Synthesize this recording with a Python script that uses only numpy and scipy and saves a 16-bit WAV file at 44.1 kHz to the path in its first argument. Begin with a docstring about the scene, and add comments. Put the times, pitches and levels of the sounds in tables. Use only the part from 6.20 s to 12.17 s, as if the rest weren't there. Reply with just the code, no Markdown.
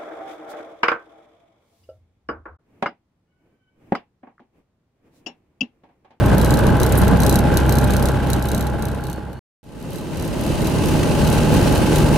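"""Engine of an ultralight aircraft, heard from its nose: taxiing over snow, then climbing at higher power.
Firing-locked tones make the drone; knocks and cowling resonances at the firing rate make the clatter.
Coloured noise makes the propeller wash and air hiss; a loose fitting rattles as resonant noise bursts.
The taxi fades and has one scrape and a thin late whistle; after a brief silence the climb fades in."""
import sys
import numpy as np
from scipy import signal
from scipy.fft import rfft, irfft, next_fast_len
from scipy.io import wavfile
from scipy.ndimage import map_coordinates

SR = 44100
rng = np.random.default_rng(int(sys.argv[2]) if len(sys.argv) > 2 else 0)


def transcribe(signal):
    """Save signal, clipped to [-1, 1], as a 16-bit WAV file at the path in sys.argv[1]."""
    frames = np.atleast_2d(signal).T
    limited = np.clip(frames, -1, 1)
    pcm = np.round(limited * 32767).astype(np.int16)
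    wavfile.write(sys.argv[1], SR, pcm)


N = 263276
TIME = np.arange(N) / SR  # s


def amp(db):
    """Decibels to gain."""
    return 10 ** (np.asarray(db) / 20)


def unit(x):
    """Scale to rms 1."""
    return x / np.sqrt(np.mean(x ** 2) + 1e-20)


def along(points, hz):
    """Interpolate (frequency [Hz], value) points on a log frequency axis."""
    point_hz, value = np.transpose(points)
    return np.interp(np.log(hz + 1), np.log(point_hz + 1), value)


def curves(rows):
    """One value per sample for each column after the time."""
    time_s, *columns = np.transpose(rows)
    return [np.interp(TIME, time_s, column) for column in columns]


def wobble(knots_per_s):
    """Smooth random curve: a spline through normal deviates."""
    knots = rng.standard_normal(int(N * knots_per_s / SR) + 4)
    return map_coordinates(knots, [TIME * knots_per_s])


def filtered(x, response):
    """Apply a complex frequency response by zero-padded FFT."""
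    size = next_fast_len(N + SR // 2)
    hz = np.fft.rfftfreq(size, 1 / SR)
    return irfft(rfft(x, size) * response(hz), size)[..., :N]


def coloured(x, spectrum):
    """Shape x to a spectrum, 12 dB/octave down below it and 24 dB/octave above, at rms 1."""
    low_hz, high_hz = spectrum[0][0], spectrum[-1][0]

    def response(hz):
        below = np.minimum(hz / low_hz, 1) ** 2
        above = (high_hz / np.maximum(hz, high_hz)) ** 4
        return amp(along(spectrum, hz)) * below * above

    return unit(filtered(x, response))


def ringing(x, modes):
    """Sum of band-pass resonances of alternating sign, scaled to keep the power of white noise."""
    def body(hz):
        total = 0
        for k, (centre_hz, width_hz, db) in enumerate(modes):
            damping = 1j * hz * width_hz
            total = total + (-1) ** k * amp(db) * damping / (centre_hz ** 2 - hz ** 2 + damping)
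        return total

    def response(hz):
        gain = body(hz)
        return gain / np.sqrt(np.mean(abs(gain) ** 2))

    return filtered(x, response)


def noise_pair(alike):
    """Left and right white noise with a given correlation at each frequency."""
    def mid_side(hz):
        angle = np.arccos(np.clip(along(alike, hz), -1, 1)) / 2
        return np.array([np.cos(angle), np.sin(angle)])

    mid, side = filtered(rng.standard_normal((2, N)), mid_side)
    return np.array([mid + side, mid - side])


def strokes(cycle, lag, sharp, scatter_db):
    """One smooth pulse per firing, lag in cycles, each of random size, at rms 1."""
    index = np.maximum(np.floor(cycle - lag + .5).astype(int) + 1, 0)
    size = amp(scatter_db * rng.standard_normal(N)[index])
    return unit(size * np.exp(sharp * np.cos(2 * np.pi * (cycle - lag))))


def bursts(events, rise_s, t60_s):
    """Envelope that swells and decays at each (time [s], level [dB]) event."""
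    t = np.arange(SR // 4) / SR
    shape = (1 - np.exp(-(t / rise_s) ** 2)) * 1000 ** (-t / t60_s)
    time_s, db = np.transpose(events)
    hits = np.bincount(np.round(time_s * SR).astype(int), amp(db), N)[:N]
    return signal.fftconvolve(hits, shape / shape.max())[:N]


def drone(cycle, orders, waver_db, jitter_rad):
    """Tones locked to the crankshaft; uneven combustion makes each waver in level and phase."""
    total = 0
    for order, db in orders:
        level = amp(db + waver_db * wobble(11))
        quarter_order = np.round(order * 4) / 4
        jitter = jitter_rad * np.sqrt(quarter_order) * wobble(9)
        total = total + level * np.cos(2 * np.pi * quarter_order * cycle + jitter)
    return total


def airflow(cycle, air, wash, hiss, alike, throb, gust_db):
    """Uneven propeller wash, throbbing at the firing rate, under a finer, grainy hiss."""
    wash_db, hiss_db = curves(air)
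    gust = wobble(55)
    beat = strokes(cycle, lag=0.47, sharp=throb, scatter_db=0.0)
    roar = coloured(noise_pair(alike) * beat * amp(gust_db * gust), wash)
    grain_db = .5 * gust_db * gust + 1.62 * wobble(200)
    fizz = coloured(noise_pair(alike) * amp(grain_db), hiss)
    eddies_per_s, eddy_db = 7, .5  # slow swell, drawn separately for wash and hiss
    wash_swell_db = eddy_db * wobble(eddies_per_s)
    hiss_swell_db = eddy_db * wobble(eddies_per_s)
    return amp(wash_db + wash_swell_db) * roar + amp(hiss_db + hiss_swell_db) * fizz


def recurring(cycle, alike, count):
    """Moving parts repeat the same noise every count firings, giving a comb of fine lines."""
    place = cycle % count * N / cycle[-1]
    return unit(np.array([map_coordinates(side, [place]) for side in noise_pair(alike)]))


def clatter(cycle, alike, knock_db, ring_db, sharp, steady):
    """Every firing gives a dry knock, alternately hard and soft, and keeps the cowling ringing."""
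    # knock colour: (frequency [Hz], relative density [dB])
    knock_colour = [(1000, -12.5), (1250, -12.5), (1380, 14), (1450, -17), (1550, 11.5), (1640, 0),
                    (1730, -27), (1900, -17), (2700, -16.5), (3300, -12.5)]
    # cowling resonances: (centre [Hz], width [Hz], relative gain [dB])
    cowling = [(184, 71, 3), (334, 62, 3), (457, 71, -2), (605, 13, -4), (808, 28, 2), (839.4, 24, 9.5),
               (914, 95, -4), (1062, 83, -7.5)]
    knock_hz = 1550

    def machinery(count):  # steady = share of power that recurs
        repeated = recurring(cycle, alike, count)
        return np.sqrt(steady) * repeated + np.sqrt(1 - steady) * noise_pair(alike)

    ping = unit(np.sin(2 * np.pi * knock_hz * TIME + 1.5 * wobble(80)))
    alternation = 1 + .18 * np.sin(np.pi * cycle)
    blows = strokes(cycle, lag=.53, sharp=sharp, scatter_db=.7) * alternation
    scuff = coloured(machinery(count=2), knock_colour)
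    knocks = blows * (amp(-2) * ping + amp(-6) * scuff)
    shakes = machinery(count=4) * strokes(cycle, lag=0.22, sharp=0.53, scatter_db=0.0)
    return amp(knock_db) * knocks + amp(ring_db) * unit(ringing(shakes, cowling))


def strikes(cycle):
    """(time [s], level [dB]) of each contact, in step with the engine, hardest mid-bout on average."""
    # rattling bouts, the shortest a single hard tick: (start [s], length [s], nominal level [dB])
    bouts = [(0.06, .01, -23), (0.181, .07, -19), (0.306, .07, -18.5), (0.467, .01, -21.5), (0.6, .07, -18),
             (0.722, .01, -14), (0.816, .01, -17.5), (0.880, .01, -21.5), (1.002, .17, -16),
             (1.371, .01, -12.5), (1.493, .10, -17), (1.641, .01, -18.5), (1.705, .07, -19),
             (1.825, .07, -18), (2.101, .04, -15.5), (2.224, .20, -18), (2.468, .01, -18),
             (2.623, .07, -18), (2.747, .01, -21.5), (2.838, .10, -17.5), (3.13, .01, -25),
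             (3.44, .01, -16), (3.6, .04, -20), (3.705, .09, -18.5), (3.971, .12, -20.5),
             (4.211, .06, -19.5), (4.418, .06, -17.5), (4.658, .04, -20), (5.074, .06, -20.5),
             (5.34, .04, -22.5), (5.525, .06, -23), (5.758, .04, -16)]
    firings_per_strike = 2
    bout_edge_db, strike_scatter_db, graze_db = -1.5, 2.1, -14
    events = []
    for start_s, length_s, db in bouts:
        first, last = np.interp([start_s, start_s + length_s], TIME, cycle)
        hard = np.arange(first, last, firings_per_strike)
        # grazes: before, between and after the hard strikes
        soft = np.r_[first - firings_per_strike, hard[1:] - 1, hard[-1] + firings_per_strike]
        off_middle = (2 * np.arange(len(hard)) + 1) / len(hard) - 1
        level_db = db + np.r_[bout_edge_db * off_middle ** 2, np.full(len(soft), graze_db)]
        level_db = level_db + strike_scatter_db * rng.standard_normal(len(level_db))
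        time_s = np.interp(np.r_[hard, soft], cycle, TIME)
        events += zip(time_s, level_db)
    return events


def rattle(cycle):
    """In each bout a loose fitting strikes every second firing, exciting its ring and a dry crack."""
    # fitting resonances: (centre [Hz], width [Hz], relative gain [dB])
    fitting_modes = [(3970, 180, 7.5), (4380, 84, 3.5), (4880, 340, -1.5), (5450, 71, 1.5), (6140, 590, 1),
                     (7570, 260, 0), (8020, 410, 0.5), (9430, 290, 1.5), (10010, 210, 0.5),
                     (11320, 570, 1.5), (11560, 360, 3), (12270, 300, -7), (13200, 600, -7.5),
                     (13740, 490, -12)]
    # crack response: (frequency [Hz], gain [dB])
    crack_colour = [(2000, -34.5), (5000, -11), (9000, -7.5), (11500, 3.5), (13000, 5), (16000, -10)]
    # left-right correlation: (frequency [Hz], correlation [-1..1])
    fitting_alike = [(4000, .1), (6000, 0.45), (8000, 0.34), (11000, 0.81)]
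    hits = strikes(cycle)
    ticks = bursts(hits, rise_s=0.00098, t60_s=0.0042)
    tails = amp(-14.5) * bursts(hits, rise_s=0.0034, t60_s=0.04)
    chatter = amp(-32) * bursts(hits, rise_s=0.004, t60_s=0.35)
    chatter = chatter * strokes(cycle, lag=.06, sharp=3, scatter_db=6)
    envelope = ticks + tails + chatter
    # independent level wobbles vary the balance of ring and crack
    ring_gain = amp(-2.0 + wobble(30))
    ring = ring_gain * ringing(noise_pair(fitting_alike) * envelope, fitting_modes)
    crack_gain = amp(-3.5 + 0.78 * wobble(30))
    crack_noise = noise_pair(fitting_alike) * envelope
    crack = crack_gain * filtered(crack_noise, lambda hz: amp(along(crack_colour, hz)))
    return ring + crack


def scrape():
    """A short, high squeak of the fitting sliding on its seat: a resonant noise burst."""
    # slip: (time [s], level [dB])
    slips = [(0.772, -22)]
    rub = noise_pair([(11000, 0.59)]) * bursts(slips, rise_s=0.0033, t60_s=0.1)
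    # (centre [Hz], width [Hz], relative gain [dB])
    return ringing(rub, [(9800, 1400, -16.5), (11600, 410, -8.5), (12800, 800, -18.0)])


def whistle():
    """Two thin tones with a shared slight pitch wander swell late in the taxi."""
    # tones: (mean frequency [Hz], level before swell [dB])
    whistle_tones = [(2912, -52), (4366, -49)]
    # swell: (time [s], gain [dB])
    whistle_swell = [(2.7, -28), (2.85, 8), (3.0, 3), (3.04, -12), (3.1, 2), (3.19, 9)]
    swell_db, = curves(whistle_swell)
    clock_s = TIME + np.cumsum(0.00097 * wobble(40)) / SR
    gain = amp(swell_db + 2 * wobble(32))
    return gain * sum(amp(db) * np.sin(2 * np.pi * hz * clock_s) for hz, db in whistle_tones)


def taxi(cycle, load_gain):
    """Lower power: a clear drone and a distinct clatter, with the scrape and whistle."""
    # airflow: (time [s], wash level [dB], hiss level [dB])
    taxi_air = [(0, -15, -35), (1.4, -15.8, -35.4), (3.1, -16.5, -35.5)]
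    # wash and hiss colours: (frequency [Hz], relative density [dB])
    taxi_wash = [(20, -24), (32, -3.5), (48, -12), (77, -6.5), (100, 0.5), (190, -2), (300, -7), (400, -10),
                 (600, -10.5), (740, -19), (1000, -17.5), (1250, -23.5), (1650, -24.5), (2200, -45.5)]
    taxi_hiss = [(1200, -11), (1900, 3.5), (2300, 1), (2700, 2.5), (3050, 1.5), (3400, -2.5), (4000, -3.5),
                 (5200, -9), (7500, -12), (9000, -10), (11800, -13), (13000, -19), (14000, -17),
                 (16000, -29)]
    # left-right correlation: (frequency [Hz], correlation [-1..1])
    taxi_alike = [(30, .93), (70, 0.78), (130, 0.52), (300, 0.78), (600, 0.49), (1500, 0.65), (4000, 0.43),
                  (8000, 0.45)]
    # engine tones: (multiple of firing rate, level before load gain [dB])
    taxi_orders = [(.5, -43.5), (1, -16.5), (1.5, -27), (2, -20), (3, -29.5), (5, -33.5), (7, -44.5),
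                   (8, -46.5), (9, -39.5), (10.5, -35.5), (11.75, -38.5), (16, -40.5), (21, -40.5)]
    air = airflow(cycle, taxi_air, taxi_wash, taxi_hiss, taxi_alike, throb=0.044, gust_db=2.0)
    knocking = clatter(cycle, taxi_alike, knock_db=-33.3, ring_db=-25.5, sharp=2.6, steady=.7)
    hum = drone(cycle, taxi_orders, waver_db=1.1, jitter_rad=0.093)
    return air + load_gain * (hum + knocking) + scrape() + whistle()


def climb(cycle, load_gain):
    """Higher power: the stronger airflow covers most of the clatter."""
    # airflow: (time [s], wash level [dB], hiss level [dB])
    climb_air = [(3.5, -15, -30), (4.5, -14, -28.5), (5.9, -15, -29.5)]
    # wash and hiss colours: (frequency [Hz], relative density [dB])
    climb_wash = [(20, -28), (33, -4), (60, -6), (100, -1.5), (170, -1), (330, -4.5), (400, -8.5),
                  (600, -10), (760, -19), (930, -17.5), (1250, -23.5), (1700, -33), (2300, -44.5)]
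    climb_hiss = [(1500, -5), (1950, -3), (2400, -5), (2620, 0), (3100, -2), (3350, -8), (3950, -5),
                  (5300, -9.5), (6600, -9.5), (7550, -13), (8300, -10.5), (10200, -11.5), (11400, -16.5),
                  (12150, -13.5), (13200, -21), (16000, -23)]
    # left-right correlation: (frequency [Hz], correlation [-1..1])
    climb_alike = [(30, .93), (70, 0.83), (130, 0.38), (300, 0.79), (600, 0.52), (1500, 0.52), (4000, 0.43),
                   (8000, 0.48)]
    # engine tones: (multiple of firing rate, level before load gain [dB])
    climb_orders = [(.5, -34), (.75, -27), (1, -24), (1.5, -29.5), (2, -19.5), (2.25, -32), (7.5, -45),
                    (10.75, -38), (11, -38.5), (11.25, -34), (12, -46.5), (13, -44)]
    air = airflow(cycle, climb_air, climb_wash, climb_hiss, climb_alike, throb=.15, gust_db=0.48)
    knocking = clatter(cycle, climb_alike, knock_db=-38.5, ring_db=-33.5, sharp=0.76, steady=.45)
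    hum = drone(cycle, climb_orders, waver_db=1.4, jitter_rad=.13)
    return air + load_gain * (hum + knocking)


def scene():
    """Taxi, a short silence, then climb, under a linear fade down and up."""
    # engine speed: (time [s], firing rate [Hz])
    firing_rate = [(0, 62.15), (0.3, 60.99), (0.6, 63.12), (0.9, 64.18), (1.3, 65.75), (1.7, 65.93),
                   (2.2, 65.1), (2.7, 65.79), (3.19, 65.98), (3.4, 77.31), (4.1, 75.58), (4.6, 75.91),
                   (5.2, 76.48), (5.97, 76.47)]
    # engine loudness: (time [s], gain [dB])
    engine_load = [(0, -1.5), (.5, -0.5), (1.8, -0.84), (3.1, 0), (3.5, -0.5), (4.3, -1.5), (5.2, 1.5),
                   (5.9, 1.5)]
    taxi_end_s, fade_bottom_s, climb_start_s, fade_s = 3.193, 3.39, 3.43, 2.0
    cycle = np.cumsum(curves(firing_rate)[0]) / SR  # firings elapsed
    load_gain = amp(curves(engine_load)[0])
    fade = np.minimum(abs(TIME - fade_bottom_s) / fade_s, 1)
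    fitting = rattle(cycle)
    ground = (TIME < taxi_end_s) * (taxi(cycle, load_gain) + fitting)
    flight = (TIME > climb_start_s) * (climb(cycle, load_gain) + fitting)
    return fade * (ground + flight) * amp([[-.25], [.25]])  # left, right


def record(dry):
    """Round off the highest peaks, then remove everything above the band limit."""
    ceiling, top_hz = .85, 15900
    rounded = dry / (1 + (dry / ceiling) ** 6) ** (1 / 6)
    return filtered(rounded, lambda hz: hz < top_hz)


dry = scene()
out = record(dry)
transcribe(out)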